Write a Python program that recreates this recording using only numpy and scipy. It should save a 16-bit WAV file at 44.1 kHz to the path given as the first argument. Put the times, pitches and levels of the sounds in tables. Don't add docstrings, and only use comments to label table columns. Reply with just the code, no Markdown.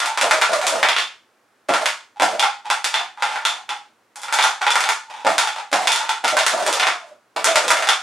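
import sys
import numpy as np
from scipy import signal
from scipy.fft import rfft, irfft
from scipy.io import wavfile
from scipy.ndimage import uniform_filter1d

SR = 44100
rng = np.random.default_rng(int(sys.argv[2]) if len(sys.argv) > 2 else 0)


def generate_wav(sig):
    pcm = np.round(np.clip(np.atleast_2d(sig).T, -1, 1) * 32767).astype(np.int16)
    wavfile.write(sys.argv[1], SR, pcm)


N = 353682

# frequency in Hz, relative level in dB.
HUSH_TONE = [(30, -33), (75, -33.5), (115, -0.5), (150, -17), (220, -3), (1400, -3.5), (3200, -15),
             (10200, -21.5), (15000, -28)]
# frequency in Hz, seconds to fade by 60 dB.
ECHO_TIMES = [(150, 0.36), (400, 0.23), (1000, 0.32), (2800, .31), (7000, 0.33), (14000, 0.22)]
# frequency in Hz, likeness (1 same, 0 unrelated).
LIKENESS = [(600, 0.88), (3000, 0.77), (6000, 0.72), (13000, -.1)]
# frequency in Hz, left level over right in dB.
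MIC_BALANCE = [(600, -1.8), (1300, -0.6), (9000, -0.5), (13000, 1.5)]
# pitch in Hz, width in Hz, boost in dB.
CUP_NOTES = [(1387, 105, 8), (3277, 69, -3), (3524, 98, 5.5)]
TABLE_NOTES = [(205, 60, 12), (309, 74, 16.5), (385, 29, 10), (450, 11, 5)]
# frequency in Hz, relative level in dB.
ROLL_TONE = [(100, -40.5), (450, -11), (800, 4), (1400, 0), (2500, -1.5), (9500, -18), (15000, -43.5)]
SCRAPE_TONE = [(80, -42), (250, -32), (500, -9), (700, -3), (1000, -2), (1600, -6), (3000, -11.5),
               (9500, -18.5), (15000, -42.5)]
KNOCK_TONE = [(80, -29.5), (200, -15), (400, -11.5), (600, 7), (1000, -1), (2000, -17), (4000, -23.5),
              (12000, -51.5)]
CLICK_TONE = [(100, -43), (300, -20.5), (550, -6.5), (900, 1), (1500, 0), (2400, 1), (4000, -4),
              (8000, -9.5), (10000, -13), (12500, -25), (16000, -49)]
# start in seconds, length in seconds, level in dB.
ROLLS = [(0, .16, -24), (2.16, 0.051, -40.5), (2.39, 0.071, -18), (2.648, .03, -28), (2.7, 0.075, -20.5),
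         (2.92, .13, -23), (3.17, 0.099, -35.5), (3.22, 0.22, -25), (3.44, 0.2, -30.5),
         (3.685, 0.086, -28.5), (4.155, 0.19, -40), (4.32, 0.23, -22), (4.61, 0.14, -22),
         (4.8, 0.14, -25.5), (5.082, 0.17, -34.5), (5.38, .11, -21), (5.55, 0.073, -21), (5.89, 0.3, -28),
         (6.085, 0.031, -21.5), (7.865, 0.15, -31)]
# start in seconds, length in seconds, level in dB,
# pitch of its air on landing in Hz.
SLIDES = [(0.214, .22, -23.5, 670), (0.495, .13, -22, 633), (0.629, 0.22, -25.5, 678),
          (1.686, 0.2, -26, 734), (2.206, .17, -25, 734), (5.26, .14, -25.5, 735), (5.73, 0.16, -23.5, 780),
          (6.235, .08, -28, 778), (6.331, 0.19, -31, 650), (6.517, 0.19, -24, 728),
          (6.664, 0.16, -24.5, 650), (6.799, 0.16, -29.5, 748), (6.97, .18, -47.5, 680),
          (7.363, 0.076, -25, 625), (7.458, 0.3, -24.5, 648), (7.691, 0.19, -26, 731)]
# start in seconds, level in dB.
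RIM_KNOCKS = [(.231, -12.5), (.327, -27), (.385, -25.5), (.494, -16), (.724, -16), (.748, -17.5),
              (.828, -13), (1.691, -6), (1.736, -19), (2.199, -14.5), (2.221, -7), (2.332, -16.5),
              (5.248, -12), (5.266, -7.5), (5.716, -25), (5.727, -9.5), (6.242, -15), (6.327, -13),
              (6.537, -12.5), (6.609, -17.5), (6.689, -24), (7.04, -47.5), (7.11, -40.5), (7.37, -27.5),
              (7.465, -15), (7.559, -29), (7.649, -21.5)]
# start in seconds, level in dB,
# extra hollowness in dB, extra brightness in dB.
DICE_HITS = [(.002, -5, 0, 3), (.015, -15.5, 10.5, -7), (0.058, -8.5, 1.5, 6), (0.174, -5.5, 7, 2),
             (.212, 0.5, 1.5, 2.5), (0.31, 1, 6.5, 1.5), (.414, -6, 10, 7), (0.42, 1.5, 4.5, -4),
             (.533, -7, 6.5, 5), (0.614, -9.5, 6, 3), (.667, -2.5, 2.5, 7.5), (.696, -12.5, 3, 7.5),
             (.829, 3.5, 5, -6.5), (0.886, 4.5, -1.5, -5), (0.964, 3, -3.5, -10), (.984, 0.5, -5.5, -5),
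             (1.692, -8, 6, -3.5), (1.737, -3, 6, 0), (1.857, 1, 1, 0.5), (2.198, -5, 4.5, -2.5),
             (2.221, -2, 6, 2.5), (2.395, 2, -7, -1.5), (2.426, -1.5, 3.5, -4.5), (2.654, -39, 20.5, -13),
             (2.701, -2, 3.5, 1.5), (2.843, -2, 0, 5), (2.941, 2.5, -3.5, -7), (3.175, -36.5, 17.5, -10),
             (3.223, -4, 4, -2), (3.358, -14.5, 10, -2), (3.451, 2, -3.5, -0.5), (3.691, -8.5, -1, -3),
             (4.158, -26, 4.5, 14), (4.217, -27, -4, 14.5), (4.233, -15.5, 1, 3.5), (4.283, -16, 6, -3.5),
             (4.325, -6.5, 5.5, 6.5), (4.338, -7, -4.5, 7.5), (4.387, 0.5, 2, -3.5), (4.410, 0.5, -4, -6),
             (4.425, 0, -18, -1), (4.439, -5, 10, 7.5), (4.616, -7, 2.5, -6), (4.666, 1, 1, -9),
             (4.705, -1.5, -2.5, 1.5), (4.755, -3.5, 8.5, 4.5), (4.805, -4.5, 1, 3.5),
             (4.839, -4.5, -1, -3), (4.889, -2.5, 3.5, 4), (5.248, -12.5, 3, -1.5), (5.267, -6, 10, 0.5),
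             (5.381, 2, 0.5, 4), (5.473, -5, -2, -2.5), (5.56, -21, -5, 0), (5.716, -17.5, 0, 5),
             (5.729, -1, 4.5, 1.5), (5.872, 3, -0.5, 0.5), (5.919, -1.5, -6.5, 5.5), (5.959, -4, -2.5, 2),
             (6.092, -3, -1.5, -1), (6.245, -1, 1.5, -2), (6.279, -3, 2, 4), (6.368, -3.5, 10, 5.5),
             (6.389, 2, -6.5, -1.5), (6.464, 1, 1.5, 5.5), (6.664, -6, 5, 8), (6.727, -4, -2, 6.5),
             (6.797, 4.5, -4.5, -7), (6.829, -1.5, 4.5, -11), (6.869, 1, 3.5, -4.5),
             (7.364, -6.5, 1, -11.5), (7.443, -3.5, 5, 13), (7.469, 2, -3, -13), (7.557, 4.5, 1, 1),
             (7.680, -2.5, 0.5, 5), (7.704, -0.5, 8.5, 5.5), (7.769, -6.5, 3.5, 0.5), (7.824, -5, 5, -1),
             (7.872, -7, 3.5, 2), (7.888, 4.5, 0, 0)]
# frequency in Hz, share of the extra dB it gets.
HOLLOW_BAND = [(400, .6), (900, 1), (1700, 1), (2800, 0)]
BRIGHT_BAND = [(3000, 0), (7000, 1)]


def gain_of(db):
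    return 10 ** (np.asarray(db) / 20)


def unit_level(x):
    return x / np.sqrt(np.mean(x ** 2) + 1e-20)


def look_up(table, hz):
    row_hz, values = np.transpose(table)
    return np.interp(np.log(hz + 1), np.log(row_hz + 1), values)


def add(mix, start_s, sound):
    part = mix[max(round(start_s * SR), 0):][:len(sound)]
    part += sound[:len(part)]


def with_tone(x, tone, size=4096):
    hz = abs(np.fft.fftfreq(size, 1 / SR))
    log_gain = np.log(gain_of(look_up(tone, hz)))
    taps = np.fft.ifft(np.exp(np.conj(signal.hilbert(log_gain)))).real[:size // 2]
    return signal.oaconvolve(x, taps / np.linalg.norm(taps))[:len(x)]


def resonate(x, hz, width_hz):
    decay = np.exp(-np.pi * width_hz / SR)
    if np.ndim(hz) == 0:
        return 2 * signal.lfilter([1 - decay], [1, -decay * np.exp(2j * np.pi * hz / SR)], x + 1e-18).real
    turn = np.exp(2j * np.pi * np.cumsum(hz) / SR)
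    return 2 * (turn * signal.lfilter([1 - decay], [1, -decay], x / turn + 1e-18)).real


def ring(x, notes):
    return sum(gain_of(db) * resonate(x, hz, width_hz) for hz, width_hz, db in notes)


def loudness(moves, shape):
    level = np.zeros(N)
    for start_s, length_s, db, *_ in moves:
        add(level, start_s, gain_of(db) * shape(np.arange(0, length_s, 1 / SR), length_s))
    return uniform_filter1d(level, size=200)


def tiny_taps(per_s, spread_db):
    chance, strength = rng.random((2, N))
    sign = rng.choice([-1., 1.], N)
    return unit_level((chance < per_s / SR) * sign * gain_of(spread_db * strength))


def left_and_right(spectra, hz):
    alike = look_up(LIKENESS, hz)[:, None]
    shared = np.sqrt((1 + alike) / 2) * spectra[0]
    apart = np.sqrt((1 - alike) / 2) * spectra[1]
    return np.array([shared + apart, shared - apart])


def room_hush(level_db=-61.5):
    hz, _, spectra = signal.stft(rng.standard_normal((2, N)), SR, nperseg=2048)
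    spectra = left_and_right(spectra, hz) * gain_of(look_up(HUSH_TONE, hz))[:, None]
    return gain_of(level_db) * unit_level(signal.istft(spectra, SR)[1][:, :N])


def room_echo(x, first_s=.0019, near_db=4, near_s=0.0013, size=24000, spacing=12):
    echoes = np.zeros((2, size))
    slots = np.arange(0, size - spacing, spacing)
    arrivals = slots + rng.integers(0, spacing, (2, len(slots)))
    np.put_along_axis(echoes, arrivals, rng.standard_normal(arrivals.shape), 1)
    delay_s = np.arange(size) / SR
    echoes *= (delay_s > first_s) * gain_of(near_db * np.exp(-delay_s / near_s))
    hz, t, spectra = signal.stft(echoes, SR, nperseg=256)
    fade = 10 ** (-3 * t / look_up(ECHO_TIMES, hz)[:, None])
    tail = signal.istft(left_and_right(spectra, hz) * fade, SR)[1]
    return signal.oaconvolve(x[None], tail / np.linalg.norm(tail[0]), axes=1)[:, :N]


def moving_echo(x, patterns=7, patterns_per_s=14):
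    place = np.arange(N) / SR * patterns_per_s
    distances = [abs((place - k + patterns / 2) % patterns - patterns / 2) for k in range(patterns)]
    return sum(room_echo(x * np.cos(np.pi / 2 * np.minimum(away, 1))) for away in distances)


def cup_air_pitch(open_hz=841, sag_hz_per_s=500, reopen_s=0.03, waver=0.041):
    t = np.arange(N) / SR
    slow_noise = uniform_filter1d(rng.standard_normal(N), size=2500)
    grip = unit_level(uniform_filter1d(slow_noise, size=2500))
    hz = np.full(N, float(open_hz))
    for start_s, length_s, _, landing_hz in SLIDES:
        during = (t >= start_s) & (t <= start_s + length_s)
        closed = np.minimum((start_s + length_s - t[during]) / reopen_s, 1)
        closed_hz = landing_hz - sag_hz_per_s * (t[during] - start_s)
        hz[during] += closed * (closed_hz - hz[during])
    return uniform_filter1d(hz * (1 + waver * grip), size=400)


def in_cup(contact, air_hz, air_db, wall_db, air_width_hz):
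    hoot = gain_of(air_db) * resonate(contact, air_hz, air_width_hz)
    return contact + hoot + gain_of(wall_db) * ring(contact, CUP_NOTES)


def roll_shape(t, length_s, skew=0.46, roundness=0.56):
    return abs(np.sin(np.pi * (t / length_s) ** skew)) ** roundness


def rolling_dice(air_hz, level_db=-3):
    tumble = with_tone(tiny_taps(per_s=220, spread_db=15), ROLL_TONE)
    tumble = in_cup(tumble, air_hz, air_db=13.5, wall_db=-6.5, air_width_hz=59)
    return gain_of(level_db) * unit_level(tumble) * loudness(ROLLS, roll_shape)


def slide_shape(t, length_s, landing_db=9, settle_s=0.011, lift_s=0.072):
    return gain_of(landing_db * np.exp(-t / settle_s)) * np.minimum((length_s - t) / lift_s, 1)


def sliding_cups(air_hz, level_db=-1, table_db=-7, stutter_db=5, stutter_hz=32):
    rub = with_tone(tiny_taps(per_s=500, spread_db=11), SCRAPE_TONE)
    rub = rub + gain_of(table_db) * ring(rub, TABLE_NOTES)
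    rub = in_cup(rub, air_hz, air_db=15, wall_db=-17, air_width_hz=38)
    wander = unit_level(uniform_filter1d(rng.standard_normal(N), size=1500))
    slips = np.cumsum(stutter_hz * (1 + .5 * wander)) / SR
    stutter = gain_of(stutter_db * np.sin(2 * np.pi * slips))
    return gain_of(level_db) * unit_level(rub * stutter) * loudness(SLIDES, slide_shape)


def knocking_rims(air_hz, level_db=6, rock_s=0.0098, rock_db=-3):
    blows = np.zeros(N)
    for start_s, db in RIM_KNOCKS:
        add(blows, start_s, gain_of([db]))
        add(blows, start_s + rock_s * rng.uniform(0.781, 1.16), gain_of([db + rock_db]))
    blows = with_tone(blows, KNOCK_TONE)
    thumps = blows + ring(blows, TABLE_NOTES)
    return gain_of(level_db) * in_cup(thumps, air_hz, air_db=13, wall_db=3, air_width_hz=54)


def die_click(hollow_db, bright_db, spot_hz, fade_s, evenness, spot_db=4, spot_width=0.035, size=512):
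    t, hz = np.arange(size) / SR, np.fft.rfftfreq(size, 1 / SR)
    burst = rng.standard_normal(size) * np.exp(-t / fade_s)
    spectrum = rfft(np.roll(burst, size // 8))
    spectrum /= abs(spectrum) ** evenness
    spectrum /= np.sqrt(np.mean(abs(spectrum) ** 2))
    spot = 1 + gain_of(spot_db) / (1 + 2j * (hz / spot_hz - 1) / spot_width) / 2
    tone_db = look_up(HOLLOW_BAND, hz) * hollow_db + look_up(BRIGHT_BAND, hz) * bright_db
    return irfft(spectrum * spot * gain_of(tone_db))


def bouncing_dice(belly_hz=2200, lip_hz=3536, bounces=3, gap_s=.009, bounce_db=-10, loss_db=2):
    contacts = np.zeros(N)
    for start_s, db, hollow_db, bright_db in DICE_HITS:
        spot_hz = (belly_hz if hollow_db > 0.5 else lip_hz) * rng.normal(1, 0.021)
        hit = die_click(hollow_db, bright_db, spot_hz, fade_s=0.0013, evenness=0.79)
        add(contacts, start_s - .0009, gain_of(db) * hit)
        delays_s = np.cumsum(gap_s * rng.uniform(.4, 1.6, bounces))
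        for k, delay_s in enumerate(delays_s):
            bounce_hz = spot_hz * rng.uniform(.55, 0.74)
            bounce = die_click(hollow_db, bright_db, bounce_hz, fade_s=0.00045, evenness=0.52)
            add(contacts, start_s + delay_s, gain_of(db + bounce_db - k * loss_db) * bounce)
    return with_tone(contacts, CLICK_TONE)


def clacking_dice(air_hz, level_db=10):
    clicks = bouncing_dice()
    lifted = loudness(ROLLS, roll_shape) > gain_of(-70)
    hoot = resonate(clicks * gain_of(np.where(lifted, 2, -12)), air_hz, width_hz=70)
    wall = ring(clicks * gain_of(np.where(lifted, -2, -8)), CUP_NOTES)
    return gain_of(level_db) * (clicks + hoot + wall)


def scene(direct_db=-4, echo_db=1):
    air_hz = cup_air_pitch()
    direct = clacking_dice(air_hz) + knocking_rims(air_hz) + sliding_cups(air_hz) + rolling_dice(air_hz)
    return gain_of(direct_db) * direct + gain_of(echo_db) * moving_echo(direct) + room_hush()


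def record(dry, overload_level=0.66, bump_db=-6, bump_hz=70, top_hz=16000):
    lean_db = look_up(MIC_BALANCE, np.fft.rfftfreq(N, 1 / SR)) / 2
    mics = irfft(rfft(dry) * gain_of([lean_db, -lean_db]), N)
    excess = np.maximum(abs(mics) - overload_level, 0)
    bump = signal.lfilter(*signal.butter(2, bump_hz, fs=SR), excess)
    mics = np.clip(mics - gain_of(bump_db) * bump, -1, 1)
    treble_cut = signal.firwin(401, top_hz, window=("kaiser", 9), fs=SR)
    return signal.oaconvolve(mics, treble_cut[None], "same", axes=1)


dry = scene()
out = record(dry)
generate_wav(out)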